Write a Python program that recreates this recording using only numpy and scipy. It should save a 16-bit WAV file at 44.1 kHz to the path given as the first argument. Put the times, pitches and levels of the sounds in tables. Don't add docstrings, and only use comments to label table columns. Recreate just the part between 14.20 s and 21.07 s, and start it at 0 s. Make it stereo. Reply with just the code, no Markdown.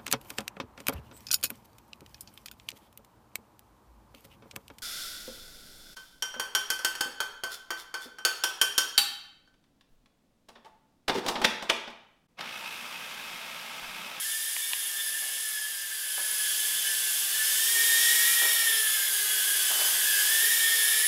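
import sys
import numpy as np
from scipy import signal
from scipy.fft import rfft, irfft
from scipy.io import wavfile
from scipy.ndimage import uniform_filter1d

SR = 44100
rng = np.random.default_rng(int(sys.argv[2]) if len(sys.argv) > 2 else 0)


def generate_wav(signal):
    frames = np.transpose(np.atleast_2d(signal))
    scaled = np.clip(frames, -1, 1) * 32767
    pcm = np.round(scaled).astype(np.int16)
    wavfile.write(sys.argv[1], SR, pcm)


def invert_db(x):
    u = np.asarray(x, float) / 20
    return 10 ** u


N = 302967
T = np.arange(N) / SR
SOUND_M_S = 343

# (frequency [Hz], density [dB per Hz])
HOUSE_COLOUR = [(20, -31), (60, -12), (100, -7), (130, -1.5), (200, 6.5), (400, 2.5), (800, -5),
                (2000, -39)]
# (time [s], level [dB], centre [Hz], t60 [s])
STEPS = [
    (1.02, -52, 700, 0.98),
    (1.977, -43, 750, 0.18),
    (2.0, -50, 555, 0.6),
    (3.55, -50, 450, 1.3),
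    (4.174, -44, 600, 0.11),
    (4.218, -35.5, 596, 0.25),
    (4.25, -40.5, 600, 0.67),
    (5.503, -33.5, 800, 0.067),
    (5.51, -40, 620, 1.03),
    (5.612, -40.5, 746, 0.8),
]
# (time [s], crack level [dB], crack [Hz], body level [dB])
CLICKS = [
    (.3655, -18, 2700, -33),
    (.53372, -9.5, 3500, -29),
    (.5125, -35, 2000, -40),
    (.5205, -33, 2400, -42),
]
# (time [s], nearness as tip hiss level [dB],
#          facing of front ducts [dB], rear ducts [dB], motor drive [dB])
FLIGHT = [(0, -36.5, -2.5, -13, -7), (.2, -37, -3, -18.5, -5), (.52, -37.5, -11, -12, -3.5),
          (.9, -37, -1, -15, -6.5), (1.3, -38.5, -4.5, -16, -3.5), (1.7, -39.5, -3, -9.5, -7.5),
          (2.28, -33.5, -3.5, -14.5, -5.5), (3.06, -32.5, -10.5, -15, -10), (3.2, -31, 3, -11, -13),
          (3.36, -30, -7, -19, -13), (3.8, -27, -1.5, -15.5, -18), (4.1, -27.5, 0, -15, -18),
          (4.6, -30, -2, -3.5, -12), (4.9, -31, -10, -6.5, -8), (5.57, -29.5, -9.5, -13, -13),
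          (5.97, -28.5, -6, -13, -24), (6.2, -28, -2, -12.5, -13.5), (6.87, -29.5, -2, -7, -1.5)]
# (time [s], speed towards camera [m/s])
APPROACH = [(0, .9), (.5, .85), (.9, .55), (1.4, .6), (2.2, 1), (2.5, 1.15), (3, 1), (3.4, .25), (4, .1),
            (4.6, -.1), (5.5, .05), (6.2, .1), (6.87, -.2)]
# (time [s], rotor 1 [Hz], rotor 2 [Hz], rotor 3 [Hz], rotor 4 [Hz])
SHAFT_HZ = [(0, 443.6, 438, 406.6, 405.8), (.36, 459.5, 446.5, 415.5, 413.5),
            (.62, 449.5, 440.5, 410.5, 409.5), (1.6, 441, 429.5, 405, 403),
            (1.85, 434, 424.5, 402.5, 384.5), (2.8, 436.5, 428.5, 396, 377.5),
            (3.34, 440.5, 435.5, 402.5, 373), (3.47, 462.5, 456, 405, 400),
            (3.76, 471.5, 458.5, 427.5, 403), (4.1, 475, 466.5, 449, 424), (4.4, 464, 459.5, 452, 425),
            (4.66, 438.5, 433.5, 428.5, 404.5), (5.06, 426.5, 418, 414.5, 386),
            (5.45, 432, 418, 399.5, 378.5), (6.01, 431.5, 416.5, 406, 380), (6.3, 466, 453.5, 441.5, 418.5),
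            (6.6, 456.5, 452.5, 442, 426), (6.87, 476, 443.5, 435, 431)]
# (shaft multiple, rotors 1 to 4 re duct rush [dB, dB, dB, dB], blur [Hz])
OVERTONES = [(3, -32.5, -33.5, -28, -35.5, 15), (5, -19, -24, -21, -24, 18), (6, -23, -39, -41, -55, 11),
             (7, -24, -18.5, -16, -21.5, 25), (9, -46, -29.5, -25.5, -33.5, 27),
             (12, -20.5, -14, -15.5, -14.5, 40), (16, -18, -23, -15, -18, 40), (20, -19, -31, -14, -20, 46)]
HUM_DB = (-45, -40.5, -33.5, -38.5)
BLADE_DB = (-4.5, -4.5, -2, -4.5)
OCTAVE_DB = (-15, -13, -16, -12.5)
# (share of Doppler shift [ratio], sideways drift [Hz], level [dB])
WHISTLE_ECHOES = [(-1.1, 0, -5), (-.3, 0, -10), (.4, 16, -10), (.1, -20, -7)]
# (delay [s], path growth re approach speed [ratio], level [dB])
WALLS = [(.012, 2, -6), (.021, 1.2, -8)]
# (frequency [Hz], density [dB per Hz])
WASH_COLOUR = [(30, -70), (100, -59), (250, -25.5), (500, -14.5), (700, -11.5), (1200, -10), (1600, -5.5),
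               (2000, -3.5), (2600, -17), (4000, -29)]
# (frequency [Hz], density [dB per Hz])
RUSH_COLOUR = [(1300, -37), (1600, -7), (2100, -11), (2600, -3.5), (3200, 2.5), (4000, -3), (5200, -2),
               (6200, -2), (8000, 0), (9500, 2), (10500, -8.5)]
# (frequency [Hz], gain [dB])
SHADED_RUSH = [(3800, -30), (5000, 0)]
# (frequency [Hz], density [dB per Hz])
HISS_COLOUR = [(9300, -32.5), (10000, 11), (11800, 6), (13500, 8), (14400, 4.5), (15100, -8), (15750, -2)]
# (frequency [Hz], gain [dB])
DULLED_HISS = [(13500, -30), (14800, 0)]
# (frequency [Hz], side minus mid [dB])
SPREAD = [(30, -5), (110, -10), (380, -12), (700, -9), (1300, -16), (2400, -15), (4400, -14), (8000, -19),
          (10000, -18), (11500, -18), (15000, -30)]

HOUSE_DB = -70.5
ROOM_T60_S, ROOM_DB = 1, -11
WHISTLE_HZ, TOP_HZ = 10020, 15730
MIDDLE_DB = -31
RUSH_DB, WASH_DB, WIDTH_DB = -1, -19, -0.5
RUSH_NEAR, WASH_NEAR, WIDTH_NEAR, HUM_NEAR = -0.035, -0.059, -0.3, 0.67
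FACING_SHARE, HUM_FACING = 0.26, 0.44
FADE_DB, OCTAVE_FADE_DB, FADE_HZ = 2, 1.5, 4
WOBBLE_DB_PER_HZ = 0.1234
SHADE_DB_PER_DB = -0.22
DULL_DB_PER_DB = 0.4


def columns(table):
    s, *rest = np.transpose(table)
    return [np.interp(T, s, c) for c in rest]


def shape(x, points):
    hz, db = np.transpose(points)
    log_hz = np.log(np.fft.rfftfreq(x.shape[-1], 1 / SR) + 1)
    gain = invert_db(np.interp(log_hz, np.log(hz), db))
    return irfft(rfft(x) * gain, x.shape[-1])


def unit(x):
    return x / np.sqrt(np.mean(np.abs(x) ** 2))


def walk(rate_hz):
    knots = rng.standard_normal(2000)
    drift = np.interp(T * rate_hz, np.arange(len(knots)), knots)
    return unit(uniform_filter1d(drift, max(int(SR / rate_hz), 1)))


def tone(cycles, blur_hz, rough):
    rough = np.clip(rough, 0, 1)
    scatter = (walk(blur_hz) + 1j * walk(blur_hz)) / np.sqrt(2)
    envelope = np.sqrt(1 - rough) + np.sqrt(rough) * scatter
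    return np.sqrt(2) * np.real(envelope * np.exp(2j * np.pi * cycles))


def air(colour, db, flicker_db):
    mid, side = shape(rng.standard_normal((2, N)), colour)
    gain = invert_db(db + flicker_db * walk(9)) / np.std(mid)
    return gain * mid, shape(gain * side, SPREAD)


def house():
    return air(HOUSE_COLOUR, HOUSE_DB, flicker_db=3.1)


def room(x):
    t = T[:SR]
    tails = rng.standard_normal((2, SR)) * invert_db(-60 * t / ROOM_T60_S) * (t > 0.004)
    tails = tails / np.sqrt(np.sum(tails[0] ** 2))
    wet = signal.fftconvolve(x[None], tails, axes=1)[:, :N]
    return invert_db(ROOM_DB) * wet[0], shape(invert_db(-0.5) * wet[1], SPREAD)


def walls(x):
    flown_m = np.cumsum(columns(APPROACH)[0] + 0.5 * walk(0.7)) / SR
    out = x
    for delay_s, growth, db in WALLS:
        heard_s = T - delay_s - growth * flown_m / SOUND_M_S
        out = out + invert_db(db) * np.interp(heard_s, T, x, left=0)
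    return out


def steps():
    out = np.zeros(N)
    for s, db, hz, t60_s in STEPS:
        t = T - s
        sole = [(hz / 4, -25), (hz / 1.3, -3), (hz, 0), (hz * 3.5, -5), (hz * 5, -22)]
        grain = unit(shape(rng.standard_normal(N), sole)) * invert_db(2 * walk(90))
        decay = invert_db(db - 60 * np.clip(t, 0, 3) / t60_s)
        attack = np.clip(t / 0.001, 0, 1) * (1 + 0.7 * np.exp(-np.abs(t) / 0.006))
        out += decay * attack * grain
    return shape(out, [(120, -25), (280, 0), (9000, 0)])


def clicks():
    out = np.zeros(N)
    for s, crack_db, hz, body_db in CLICKS:
        t = np.clip(T - s, 0, 1)
        cycles = hz * t * (1 - 140 * np.minimum(t, 0.002))
        crack_env = np.minimum(t / 0.00025, 1) * np.exp(0.4 - t / 0.0006)
        low_env = t / 0.0024 * np.exp(1 - t / 0.0014)
        high_env = t / 0.0011 * np.exp(-t / 0.0009)
        out += invert_db(crack_db) * np.sin(2 * np.pi * cycles) * crack_env
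        out += invert_db(body_db) * np.sin(2 * np.pi * 1000 * t) * low_env
        out -= invert_db(body_db + 11) * np.sin(2 * np.pi * 1800 * t) * high_env
    return shape(out, [(150, -9), (500, 1), (9000, -4.5)])


def wash(db):
    return air(WASH_COLOUR, db, flicker_db=0.54)


def rush(db, rear_db):
    shade = invert_db(SHADE_DB_PER_DB * (rear_db - np.mean(rear_db))) - 1
    return [x + shade * shape(x, SHADED_RUSH) for x in air(RUSH_COLOUR, db, flicker_db=0.3)]


def hiss(db, near_db):
    dull = invert_db(DULL_DB_PER_DB * near_db) - 1
    return [x + dull * shape(x, DULLED_HISS) for x in air(HISS_COLOUR, db, flicker_db=0.46)]


def whistle(db):
    shift_hz = WHISTLE_HZ * columns(APPROACH)[0] / SOUND_M_S
    out = invert_db(db) * tone(np.cumsum(WHISTLE_HZ + shift_hz) / SR, blur_hz=16, rough=0.28)
    for share, drift_hz, echo_db in WHISTLE_ECHOES:
        echo_hz = WHISTLE_HZ + share * shift_hz + drift_hz * (T / T[-1]) + 5 * walk(1.5)
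        level = invert_db(db + 0.5 + echo_db + walk(3.3))
        out = out + level * tone(np.cumsum(echo_hz) / SR, blur_hz=7, rough=0.3)
    return out


def rotors(hiss_db, rush_db, front_db, rear_db):
    out = 0
    hum_near_db = HUM_NEAR * (hiss_db - MIDDLE_DB)
    hum_facing_db = HUM_FACING * (rear_db - np.mean(rear_db))
    for k, hz in enumerate(columns(SHAFT_HZ)):
        pair_db = (front_db, rear_db)[k // 2]
        blade_db = hiss_db + pair_db + BLADE_DB[k] + FADE_DB * walk(FADE_HZ)
        octave_db = hiss_db + OCTAVE_DB[k] + OCTAVE_FADE_DB * walk(FADE_HZ) + 2 * walk(12)
        hum_db = hiss_db + hum_near_db + hum_facing_db + HUM_DB[k] + 1.5 * walk(5)
        turns = np.cumsum(hz * (1 + 0.005 * walk(22))) / SR + rng.random()
        out = out + invert_db(blade_db) * tone(4 * turns, blur_hz=40, rough=0.33)
        out = out + invert_db(octave_db) * tone(8 * turns, blur_hz=35, rough=0.45)
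        out = out + invert_db(hum_db) * tone(turns, blur_hz=14, rough=0.15)
        facing_db = rush_db + FACING_SHARE * (uniform_filter1d(blade_db - rush_db, SR // 3) + 9)
        for multiple, *db, blur_hz in OVERTONES:
            multiple = round(multiple)
            wobble_db = WOBBLE_DB_PER_HZ * (hz - np.mean(hz)) * (multiple % 4 > 0)
            level = invert_db(facing_db + wobble_db + db[k] + 1.5 * walk(11))
            out = out + level * tone(multiple * turns, blur_hz, rough=0.55)
    return out


def scene():
    hiss_db, front_db, rear_db, drive_db = columns(FLIGHT)
    near_db = hiss_db - MIDDLE_DB
    rush_db = hiss_db + RUSH_DB + RUSH_NEAR * near_db
    wash_db = hiss_db + WASH_DB + WASH_NEAR * near_db
    fans = walls(invert_db(-2) * rotors(hiss_db, rush_db, front_db, rear_db))
    direct = fans + whistle(hiss_db + drive_db) + steps() + clicks()
    parts = [house(), room(direct), wash(wash_db + 4), rush(rush_db + 2, rear_db),
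             hiss(hiss_db + 0.5, near_db)]
    mid = direct + sum(p[0] for p in parts)
    width = invert_db(WIDTH_DB + WIDTH_NEAR * near_db)
    side = width * sum(p[1] for p in parts) - 0.034 * mid
    return np.array([mid + side, mid - side])


def band_limit(x):
    return signal.sosfilt(signal.butter(12, 15750, fs=SR, output="sos"), x)


def record(dry):
    mix = shape(dry, [(TOP_HZ, 0), (TOP_HZ + 40, -60)])
    return band_limit(mix)


dry = scene()
out = record(dry)
generate_wav(out)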